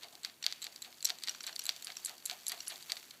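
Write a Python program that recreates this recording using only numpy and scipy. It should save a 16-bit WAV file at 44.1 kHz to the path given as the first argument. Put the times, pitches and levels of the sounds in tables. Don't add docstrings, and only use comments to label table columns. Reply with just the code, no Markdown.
import sys
import numpy as np
from scipy import signal
from scipy.fft import rfft, irfft, next_fast_len
from scipy.io import wavfile
from scipy.ndimage import uniform_filter1d

SR = 44100
rng = np.random.default_rng(int(sys.argv[2]) if len(sys.argv) > 2 else 0)


def persist_wave(psi):
    counts = np.round(np.clip(psi, -1, 1) * 32767).astype(np.int16)
    wavfile.write(sys.argv[1], SR, np.atleast_2d(counts).T)


N = 141120

# frequency in Hz, relative density in dB.
FLOOR_SPECTRUM = [(25, -49), (60, -32), (130, 2.5), (300, 4.5), (1000, -3), (15000, -6.5)]
# frequency in Hz, rms level in dB.
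HUM_TONES = [(86, -87.5), (240, -81.5), (360, -83)]
# time in seconds, rms level of the rubbing in dB.
ROPE_WORKING = [(0, -62.5), (.3, -66.5), (.39, -72.5), (.5, -62), (.95, -61.5), (1.4, -58.5), (2.03, -56),
                (2.21, -61.5), (2.35, -57), (3.0, -54.5), (3.2, -66)]
# frequency in Hz, relative density in dB.
ROPE_SPECTRUM = [(200, -21), (800, -7), (4500, -3), (7600, -2.5), (9200, -11), (12000, -5.5), (15000, -10)]
# rustle peak in seconds, rustle level in dB, thud level in dB.
HEAD_SWINGS = [(0.031, -52, -57.5), (0.124, -90, -62), (0.258, -52, -66), (0.451, -51, -61),
               (0.653, -56, -59.5), (0.856, -55.5, -61), (1.09, -49, -56), (1.288, -48.5, -62.5),
               (1.481, -47.5, -58.5), (1.678, -50, -58), (1.88, -51, -61.5), (2.09, -49, -55),
               (2.307, -47.5, -54.5), (2.519, -46.5, -54), (2.712, -48.5, -55.5), (2.907, -50, -57),
               (3.14, -60, -69)]
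# frequency in Hz, relative density in dB.
RUSTLE_SPECTRUM = [(150, -25), (600, -18), (1400, 2), (2300, 2.5), (4300, 2.5), (5200, -9), (7600, -5),
                   (9300, -12), (12000, -8.5), (15500, -20)]
# frequency in Hz, relative density in dB.
THUD_SPECTRUM = [(100, -78), (350, -4), (530, -3.5), (700, 11.5), (830, 2), (950, 0), (1250, -3.5),
                 (2200, -46)]
# start in seconds, level in dB, brightness in dB per octave.
STACK_KNOCKS = [(.033, -35.5, -4.5), (0.1533, -37.5, 0.5), (0.2485, -22, -3), (0.2978, -40.5, -8),
                (0.4645, -13, -1.5), (0.474, -37, -15), (0.5248, -24, -3.5), (0.6674, -29, -6.5),
                (0.7609, -33.5, 1), (1.071, -34, -10), (1.0893, -29, -6), (1.0966, -26, -2),
                (1.1029, -19.5, -5.5), (1.2368, -25.5, 0.5), (1.2437, -33.5, -5), (1.274, -27, -5),
                (1.2846, -22, -5), (1.4427, -34, -3), (1.4764, -29.5, -6), (1.493, -35.5, -16),
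                (1.5622, -25.5, 0.5), (1.6922, -15.5, -3), (1.7635, -35, -0.5), (1.8706, -28, -1),
                (1.9022, -32.5, -13.5), (2.0712, -35, 4), (2.095, -31.5, 5), (2.2978, -23.5, -3.5),
                (2.3121, -26.5, 0), (2.496, -25.5, 4.5), (2.5191, -24, 5.5), (2.92, -18, -1.5),
                (2.9685, -32, -8.5)]
# start in seconds, level in dB.
STACK_SCRAPES = [(0.0394, -43), (0.2412, -39), (0.44, -28.5), (0.6481, -34.5), (0.8475, -37.5),
                 (1.222, -40.5), (1.275, -33), (1.438, -36), (1.482, -38), (2.4993, -37), (2.519, -31),
                 (2.7039, -33), (2.7208, -36), (2.898, -29.5)]
# start in seconds, level in dB.
BEAD_CLICKS = [(0.174, -56), (0.4265, -33.5), (1.0513, -18), (1.294, -25), (1.3476, -39), (1.4057, -34),
               (1.4708, -33.5), (1.5274, -39), (1.5926, -25.5), (1.619, -37.5), (1.6975, -34.5),
               (1.9681, -30), (2.604, -32), (2.672, -35)]
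# start in seconds, level in dB.
DISC_CLACKS = [(.2332, -38), (.6188, -34.5), (.6245, -31.5), (.629, -35), (.6424, -30.5), (.8205, -33),
               (.8245, -33.5), (1.0267, -29.5), (1.0467, -22), (1.0511, -25), (1.0545, -20), (1.1861, -40),
               (1.4666, -29.5), (1.655, -28), (1.6655, -27), (1.8243, -34), (1.9555, -44), (2.059, -26),
               (2.2594, -22.5), (2.467, -25.5)]
# start in seconds, level in dB.
HARD_TICKS = [(1.235, -38), (1.432, -38), (1.558, -36.5), (1.6391, -34), (1.8462, -29), (2.0486, -24),
              (2.2554, -26), (2.4817, -21), (2.6805, -25)]
# frequency in Hz, relative level in dB, 60 dB decay time in seconds.
STACK_MODES = [(1820, -11.5, 0.003), (2234, -13, 0.0063), (3615, 0.5, 0.0024), (4627, 3.5, 0.0027),
               (6100, 0.5, 0.0016), (7850, -5, 0.0026), (12030, 3, 0.00055)]
# frequency in Hz, relative level in dB, 60 dB decay time in seconds.
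DISC_MODES = [(2920, 1, 0.0011), (4044, -3.5, 0.012), (4290, -2, 0.0037), (6610, 4.5, 0.0013),
              (7684, -1, 0.012), (10900, -8, 0.0047), (11500, 10, 0.00088)]
# frequency in Hz, relative level in dB, 60 dB decay time in seconds.
BEAD_MODES = [(1520, -9, 0.0044), (2930, -5, 0.0072), (4200, -2.5, 0.0099), (5610, 6.5, 0.0088),
              (5710, 7, 0.011), (7430, 0.5, 0.0051), (12800, 2, 0.0009)]
# frequency in Hz, relative level in dB, 60 dB decay in seconds.
TICK_MODES = [(4930, 1, 0.0092), (6930, 12.5, 0.0017), (8940, 13, 0.0019), (10090, 3.5, 0.023),
              (11400, -10.5, 0.051)]
# frequency in Hz, 60 dB decay time in seconds.
ROOM_DECAY = [(2000, 0.51), (5000, 0.26), (14000, 0.08)]

FLOOR_DB = -64.5
RUSTLE_RISE_S, RUSTLE_FALL_S = 0.016, 0.027
THUD_LAG_S, THUD_RISE_S, THUD_FALL_S = 0.014, 0.01, 0.037
FIBRE_SNAPS_PER_S, FIBRE_DB = 380, -4
JOSTLES_PER_S, JOSTLE_DB, JOSTLE_SPREAD_DB = 45, 6.5, 8
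SCRAPE_S, SCRAPE_BRIGHT = 0.006, -5.5
BEAD_SKID_S = 0.0032
RATTLE_DB, RATTLE_T60_S, RATTLE_LAG_S = -9, 0.015, 0.001
KNOCK_RATTLE_DB = -8
KNOCK_TIGHTENS = 0.17
BRIGHTENS = 0.48
AVERAGE_KNOCK_DB = np.mean([db for _, db, _ in STACK_KNOCKS])
ROOM_DB, KNOCK_ROOM_DB = -12.5, -14.5
ROOM_GAP_S, ROOM_DENSE_S = 0.005, 0.99
RADIATES_ABOVE_HZ = 1400
ROOM_BLUR_HZ = 2600
PORT_HZ, PORT_WIDTH_HZ, PORT_SHARE = 4720, 150, 0.038
TOP_HZ = 15300


def amp(db):
    return 10 ** (np.asarray(db) / 20)


def unit(x):
    return x / np.sqrt(np.mean(x ** 2) + 1e-20)


def peak_unit(x):
    return x / np.sqrt(2 * uniform_filter1d(x ** 2, size=22).max())


def decay(t, t60):
    return np.exp(-np.log(1000) * t / t60)


def along(points, hz):
    f, v = np.transpose(points)
    return np.interp(np.log(hz + 1), np.log(f + 1), v)


def filtered(x, response):
    m = next_fast_len(N + 8192)
    return irfft(rfft(x, m) * response(np.fft.rfftfreq(m, 1 / SR)), m)[:N]


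def noise(spectrum, grain_db=0):
    clumps = amp(grain_db * unit(uniform_filter1d(rng.standard_normal(N), size=60)))
    return unit(filtered(rng.standard_normal(N) * clumps, lambda hz: amp(along(spectrum, hz))))


def add(track, s, sound):
    i = int(np.clip(round(s * SR), 0, N - 1))
    track[i:i + len(sound)] += sound[:N - i]


def swell(s, rise, fall):
    t = np.arange(N) / SR - s
    return np.exp(np.minimum(t / rise, -t / fall))


def contact(modes, bright, rattle_db, scatter_db=1.5, detune=0.0088):
    size = 2048
    t = np.arange(size) / SR
    hz, db, t60 = np.transpose(modes)[:, :, None]
    tilt_db = bright * np.log2(hz / hz.mean())
    signs = (-1) ** np.arange(len(hz))[:, None]
    gain = signs * amp(db + tilt_db + scatter_db * rng.standard_normal(hz.shape))
    phase = 2 * np.pi * hz * (1 + detune * rng.standard_normal(hz.shape)) * t
    ring = (gain * np.sin(phase) * decay(t, t60)).sum(0)
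    ring = ring * (1 - np.exp(-t / 0.00007))
    ring = signal.lfilter(*signal.butter(1, 1100, 'high', fs=SR), ring)
    buzz = rng.standard_normal(size) * decay(t, RATTLE_T60_S) * (t > RATTLE_LAG_S)
    rattle = signal.fftconvolve(ring, buzz / np.linalg.norm(buzz))[:size]
    return peak_unit(ring + amp(rattle_db) * rattle)


def skid(modes, bright, length_s, count=5):
    out = 0
    for k, (late, force) in enumerate(rng.random((count, 2))):
        ring = contact(modes, bright, RATTLE_DB, scatter_db=4.0, detune=0.0072)
        delay = round(length_s * (k + late * (k > 0)) / count * SR)
        delayed = np.pad(ring, (delay, 0))[:len(ring)]
        out = out + (.5 + force) / np.sqrt(1 + k) * delayed
    return peak_unit(out)


def in_room(sound, room_db):
    size = 11025
    density = np.arange(size) / SR / ROOM_DENSE_S
    echoes = rng.standard_normal(size) * (rng.random(size) < density)
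    echoes /= np.sqrt(1 + np.arange(size))
    echoes[:round(ROOM_GAP_S * SR)] = 0
    hz, t, z = signal.stft(echoes, SR, nperseg=256)
    power = np.abs(rfft(sound)) ** 2
    apart = (hz[:, None] - np.fft.rfftfreq(len(sound), 1 / SR)) / ROOM_BLUR_HZ
    colour = np.sqrt(np.exp(-(2 * apart) ** 2) @ power)
    colour = colour * hz / np.hypot(hz, RADIATES_ABOVE_HZ)
    fading = decay(t, along(ROOM_DECAY, hz)[:, None])
    tail = signal.istft(z * colour[:, None] * fading, SR, nperseg=256)[1]
    out = amp(room_db) * np.linalg.norm(sound) * tail / np.linalg.norm(tail)
    out[:len(sound)] += sound
    return out


def force_bright(db):
    return BRIGHTENS * (db - AVERAGE_KNOCK_DB)


def background():
    t = np.arange(N) / SR
    hum = sum(amp(db) * np.sqrt(2) * np.sin(2 * np.pi * hz * t) for hz, db in HUM_TONES)
    return amp(FLOOR_DB) * noise(FLOOR_SPECTRUM) + hum


def rope():
    level_db = np.interp(np.arange(N) / SR, *np.transpose(ROPE_WORKING))
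    return amp(level_db) * noise(ROPE_SPECTRUM, grain_db=4.0)


def jostle():
    out = np.zeros(N)
    draws = rng.standard_normal((int(JOSTLES_PER_S * N / SR), 4))
    for k, (place, strength, colour, length) in enumerate(draws):
        s = (k + place) / JOSTLES_PER_S
        db = np.interp(s, *np.transpose(ROPE_WORKING)) + JOSTLE_DB
        db += JOSTLE_SPREAD_DB * np.clip(strength, -2, 2)
        add(out, abs(s), amp(db) * skid(STACK_MODES, 2 * colour, SCRAPE_S / 2 * abs(length)))
    return out


def rustles():
    level = sum(amp(db) * swell(s, RUSTLE_RISE_S, RUSTLE_FALL_S) for s, db, _ in HEAD_SWINGS)
    snaps = (rng.random(N) < FIBRE_SNAPS_PER_S / SR) * rng.standard_normal(N)
    crackle = unit(filtered(snaps, lambda hz: amp(along(RUSTLE_SPECTRUM, hz))))
    feathers = noise(RUSTLE_SPECTRUM, grain_db=-0.5)
    return level * unit(feathers + amp(FIBRE_DB) * crackle)


def thuds():
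    level = sum(amp(db) * swell(s + THUD_LAG_S, THUD_RISE_S, THUD_FALL_S) for s, _, db in HEAD_SWINGS)
    return level * noise(THUD_SPECTRUM)


def knocks():
    out = np.zeros(N)
    for s, db, bright in STACK_KNOCKS:
        rattle_db = KNOCK_RATTLE_DB - KNOCK_TIGHTENS * (db - AVERAGE_KNOCK_DB)
        add(out, s, in_room(amp(db) * contact(STACK_MODES, bright, rattle_db), KNOCK_ROOM_DB))
    return out


def scrapes():
    out = np.zeros(N)
    for s, db in STACK_SCRAPES:
        add(out, s, in_room(amp(db) * skid(STACK_MODES, SCRAPE_BRIGHT, SCRAPE_S), ROOM_DB))
    return out


def beads():
    out = np.zeros(N)
    for s, db in BEAD_CLICKS:
        add(out, s, in_room(amp(db) * skid(BEAD_MODES, force_bright(db), BEAD_SKID_S), ROOM_DB))
    return out


def single_hits(hits, modes):
    out = np.zeros(N)
    for s, db in hits:
        add(out, s, in_room(amp(db) * contact(modes, force_bright(db), RATTLE_DB), ROOM_DB))
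    return out


def discs():
    return single_hits(DISC_CLACKS, DISC_MODES)


def ticks():
    return single_hits(HARD_TICKS, TICK_MODES)


def scene():
    handling = rope() + jostle() + rustles() + thuds()
    clatter = knocks() + scrapes() + beads() + discs() + ticks()
    return (background() + handling + clatter)[None]


def record(dry):
    def response(hz):
        resonance = PORT_HZ ** 2 / (PORT_HZ ** 2 - hz ** 2 + 1j * hz * PORT_WIDTH_HZ)
        return (1 + PORT_SHARE * resonance) / np.sqrt(1 + (hz / TOP_HZ) ** 160)
    return filtered(dry[0], response)[None]


dry = scene()
out = record(dry)
persist_wave(out)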